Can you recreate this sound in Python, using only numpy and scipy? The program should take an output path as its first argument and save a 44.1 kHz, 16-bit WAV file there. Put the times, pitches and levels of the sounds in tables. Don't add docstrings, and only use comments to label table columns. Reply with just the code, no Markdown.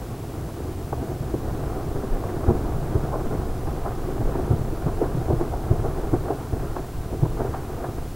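import sys
import numpy as np
from scipy import signal
from scipy.fft import rfft, irfft
from scipy.io import wavfile

SR = 44100
rng = np.random.default_rng(int(sys.argv[2]) if len(sys.argv) > 2 else 0)


def log_audio(samples):
    frames = np.atleast_2d(samples).T
    limited = np.clip(frames, -1, 1)
    pcm = np.round(limited * 32767).astype(np.int16)
    wavfile.write(sys.argv[1], SR, pcm)


N = 359415
TIME = np.arange(N) / SR

# (time [s], rumble level [dB], deep surge level [dB])
VENT_LEVELS = [(0.0, -36, -47), (1.1, -33.5, -45), (1.8, -33.5, -31), (2.35, -34, -35), (2.65, -30.5, -29),
               (3.3, -31.5, -30), (3.85, -33.5, -32), (4.4, -31, -31), (5.45, -34, -30), (6.15, -32, -31),
               (6.4, -34, -43), (6.55, -32, -34), (6.87, -37, -32), (7.38, -30.5, -33), (7.65, -36.5, -39),
               (8.15, -38, -37)]
# (frequency [Hz], level [dB])
RUMBLE_SPECTRUM = [(20, -21.5), (45, -1.5), (62, 0), (90, -2.5), (125, -0.5), (150, -3), (180, -13),
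                   (260, -24), (600, -69.5)]
# (frequency [Hz], level [dB])
SURGE_SPECTRUM = [(5, -8.5), (18, -1), (30, -3.5), (50, -10), (80, -22), (300, -79)]
# (time [s], level [dB])
GAS_GULPS = [(2.14, -15), (4.26, -19), (5.4, -21)]
# (time [s], level [dB], pitch [Hz])
LANDINGS = [ (.383, -21, 88), (.649, -22, 87), (.978, -20, 98), (1.342, -21, 105), (1.96, -19, 116),
            (2.253, -18.5, 115), (2.488, -6.5, 86), (2.517, -14, 145), (2.958, -11.5, 103),
            (3.394, -17, 63), (4.215, -15.5, 118), (4.513, -8.5, 108), (4.539, -17, 110),
            (4.868, -13.5, 141), (5.154, -18, 152), (5.302, -16.5, 89), (5.336, -13.5, 135),
            (5.412, -17.5, 121), (5.715, -7.5, 108), (5.797, -15, 98), (6.138, -15, 109),
            (6.537, -14.5, 81), (7.233, -8.5, 133), (7.495, -21, 96), (7.89, -19, 107)]
# (time [s], level [dB], pitch [Hz], focus [dB], fade time [s])
BREAKUPS = [ (.604, -28, 320, 5, .005), (.931, -18.5, 760, 6, .005), (1.343, -18, 260, 3, .008),
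            (2.037, -21, 290, 9, .008), (2.24, -29, 850, 8, .014), (2.437, -24.5, 700, 4, .007),
            (2.499, -17, 280, 1.4, .024), (2.689, -25.5, 630, 6, .009), (2.956, -20.5, 450, 2, .011),
            (3.135, -25, 815, 8, .026), (3.333, -26.5, 500, 2, .033), (3.679, -28.5, 900, 7, .013),
            (3.864, -24.5, 1000, 2.5, .017), (4.094, -25.5, 370, 5, .022), (4.287, -26.5, 430, 6, .02),
            (4.394, -22.5, 470, 3, .01), (4.727, -24, 320, 11, .007), (4.871, -27.5, 750, 4, .024),
            (5.02, -15.5, 360, 4.5, .014), (5.038, -20.5, 600, .3, .013), (5.285, -24, 650, 2, .008),
            (5.309, -17.5, 410, 3.5, .016), (5.411, -20, 550, .5, .015), (5.535, -23.5, 720, 6.5, .013),
            (5.76, -27, 900, 2, .008), (5.854, -21.5, 550, 2.5, .02), (6.139, -14, 230, 1.1, .011),
            (6.285, -24.5, 900, 0, .013), (6.309, -20, 580, 3, .017), (6.566, -26.5, 525, 2.5, .01),
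            (6.768, -21.5, 2500, 1.2, .006), (6.8, -27, 430, 1, .006), (7.131, -25.5, 360, 7, .014),
            (7.259, -22, 560, 4, .007), (7.377, -27, 650, 0, .006), (7.407, -21, 520, 1, .019),
            (7.45, -22, 560, 5, .008), (7.546, -29, 2100, 3.2, .019), (7.78, -31, 700, 1.5, .013),
            (7.846, -27, 1100, 2, .02), (7.983, -28.5, 400, .5, .012)]
# (time [s], level [dB])
SLIDE_LEVELS = [(0.0, -37), (1.05, -36.5), (1.5, -33), (2.6, -31), (3.1, -33), (3.6, -33.5), (4.38, -31.5),
                (4.75, -33.5), (5.3, -32.5), (5.6, -34), (6.0, -31.5), (6.45, -36.5), (6.67, -34),
                (6.85, -39.5), (7.25, -37.5), (7.45, -33.5), (7.83, -35.5), (8.15, -42)]
# (frequency [Hz], level [dB])
ROCK_SPECTRUM = [(40, -39.5), (185, -9.5), (215, -2.5), (280, -1.5), (345, 2), (440, -1), (510, -6),
                 (600, -8.8), (670, -4.8), (780, -6.6), (850, -12.3), (1150, -15), (1550, -21.8),
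                 (1850, -30), (2500, -41), (5000, -71)]
# (frequency [Hz], level [dB])
HISS_SPECTRUM = [(100, -9), (2000, 1.5), (3500, -1), (6200, -2.5), (10000, -3), (15500, -4.5)]
# (frequency [Hz], likeness [0-1])
HISS_LIKENESS = [(1500, 1), (2800, 1), (4500, 0.95), (8000, .8), (15000, 0.77)]

THUD_HALF_S = .008


def vent_rumble(churn_db=2., surge_db=1., puff_gain=.89):
    gas = rng.standard_normal(N) + puff_gain * unit(clicks(N, per_s=70, spread_db=2.))
    churn = unit(colour(gas, RUMBLE_SPECTRUM, size=8192))
    heave = unit(colour(rng.standard_normal(N), SURGE_SPECTRUM, size=16384))
    churn *= amp(curve(VENT_LEVELS) + churn_db)
    heave *= amp(curve(VENT_LEVELS, column=2) + surge_db)
    return churn + heave


def gas_gulps(hz=25, half_s=.03):
    out = np.zeros(N)
    for time, db in GAS_GULPS:
        offset, gulp = pulse(hz, half_s)
        add(out, time + offset, amp(db) * gulp)
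    return out


def heavy_thuds(level_db=-.5, bounce_s=.026, bounce_db=-13, rubble_db=-12):
    out = np.zeros(N)
    for time, db, hz in LANDINGS:
        offset, blow = pulse(hz, THUD_HALF_S)
        add(out, time + offset, amp(db) * blow)
        offset, bounce = pulse(hz=140, half_s=THUD_HALF_S)
        add(out, time + bounce_s + offset, amp(db + bounce_db) * bounce)
        offset, rubble = shatter(hz=215, fade_s=.011, focus_db=2.2)
        add(out, time + offset, amp(db + rubble_db) * rubble)
    return amp(level_db) * out


def light_thuds(level_db=8.5, spread_db=2., low_hz=75, high_hz=150, count=24):
    out = np.zeros(N)
    for when, size, pitch in rng.random((count, 3)):
        offset, blow = pulse(low_hz + pitch * (high_hz - low_hz), THUD_HALF_S)
        db = level_db + spread_db * (2 * size - 1)
        add(out, when * N / SR + offset, amp(db) * blow)
    return amp(curve(VENT_LEVELS)) * out


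def pulse(hz, half_s, rise=.95, steepness=2.3):
    t = np.arange(-4 * half_s, 4 * half_s, 1 / SR)
    width_s = np.where(t < 0, rise * half_s, half_s)
    swell = np.exp(-(abs(t) / width_s) ** steepness)
    return t[0], swell * np.sin(2 * np.pi * hz * t)


def crashes(early_s=.001):
    out = np.zeros(N)
    for time, db, hz, focus_db, fade_s in BREAKUPS:
        offset, crash = shatter(hz, fade_s, focus_db)
        add(out, time + offset - early_s, amp(db) * crash)
    return out


def shatter(hz, fade_s, focus_db, rise=.55, blow_s=.002):
    t = np.arange(-SR // 10, SR // 5) / SR
    swell = np.exp(-abs(t) / np.where(t < 0, rise * fade_s, fade_s))
    shower = unit(swell * clicks(len(t), per_s=2500, spread_db=1.25))
    blow = blow_s / fade_s * unit(1. * (t == 0))
    sound = colour(shower + blow, ROCK_SPECTRUM, focus_db=focus_db, centre_hz=hz)
    return t[0], unit(sound) * np.sqrt(np.mean(swell ** 2))


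def rock_slide(level_db=.5, wash=.98, spray=.55, spray_s=.014, tilt_db=3.1):
    kicks = abs(clicks(N, per_s=38, spread_db=1.5))
    bursts = signal.lfilter([1], [1, -np.exp(-1 / (spray_s * SR))], kicks)
    grit = (wash + spray * unit(bursts)) * rng.standard_normal(N)
    stones = unit(clicks(N, per_s=500, spread_db=2.5)) + grit
    dull = unit(colour(stones, ROCK_SPECTRUM, -tilt_db))
    bright = unit(colour(stones, ROCK_SPECTRUM, tilt_db))
    brightness = np.clip(.5 + (-.8 + .12 * TIME) / (2 * tilt_db), 0, 1)
    roll = unit((1 - brightness) * dull + brightness * bright)
    return amp(curve(SLIDE_LEVELS) + level_db) * roll


def slope_echoes(sound, echo_db=-11.5, tail_s=.65, delay_s=.015):
    t = np.arange(SR) / SR
    echoes = clicks(SR, per_s=550, spread_db=-2.) * amp(-60 * t / tail_s) * (t > delay_s)
    echoes /= np.linalg.norm(echoes)
    return sound + amp(echo_db) * signal.oaconvolve(sound, echoes)[:N]


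def electronics(hiss_db=-49., whine_db=-66., whine_hz=15734):
    hz = np.fft.rfftfreq(N, 1 / SR)
    likeness = np.clip(value_at(HISS_LIKENESS, hz), 0, 1)
    noise = rfft(rng.standard_normal((2, N))) * amp(value_at(HISS_SPECTRUM, hz))
    shared, opposite = noise * np.sqrt([1 + likeness, 1 - likeness])
    hiss = unit(irfft(np.array([shared + opposite, shared - opposite]), N))
    whine = np.sqrt(2) * np.sin(2 * np.pi * whine_hz * TIME)
    return amp(hiss_db) * hiss + amp(whine_db) * whine


def clicks(size, per_s, spread_db):
    chance, lot, sign = rng.random((3, size))
    height = amp(spread_db * np.minimum(-np.log(lot + 1e-9), 4))
    return (chance < per_s / SR) * height * np.sign(sign - .5)


def colour(sound, spectrum, tilt_db=0., focus_db=0., centre_hz=500, size=4096):
    hz = np.fft.rfftfreq(size, 1 / SR)
    octaves = np.log2(np.clip(hz, 100, 2600) / centre_hz)
    hump_db = -np.minimum(focus_db * octaves ** 2, 25)
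    log_gain = np.log(amp(value_at(spectrum, hz) + tilt_db * octaves + hump_db))
    mirrored = np.concatenate([log_gain, log_gain[-2:0:-1]])
    ring = np.fft.ifft(np.exp(signal.hilbert(mirrored).conj())).real
    return signal.oaconvolve(sound, ring[:size // 2])[:len(sound)]


def amp(db):
    return 10 ** (np.asarray(db) / 20)


def unit(sound):
    return sound / np.sqrt(np.mean(sound ** 2) + 1e-20)


def value_at(table, hz):
    row_hz, values = np.transpose(table)
    return np.interp(np.log(hz + 1), np.log(row_hz + 1), values)


def curve(table, column=1):
    rows = np.asarray(table)
    return np.interp(TIME, rows[:, 0], rows[:, column])


def add(mix, start_s, sound):
    start = round(start_s * SR)
    sound = sound[max(-start, 0):]
    part = mix[max(start, 0):][:len(sound)]
    part += sound[:len(part)]


def scene():
    mountain = vent_rumble() + gas_gulps() + rock_slide()
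    mountain += slope_echoes(heavy_thuds() + light_thuds() + crashes())
    return np.array([mountain, mountain])


def record(dry):
    low_pass = signal.firwin(4095, cutoff=15760, window=("kaiser", 9), fs=SR)
    return signal.oaconvolve(dry + electronics(), low_pass[None], "same", axes=1)


dry = scene()
out = record(dry)
log_audio(out)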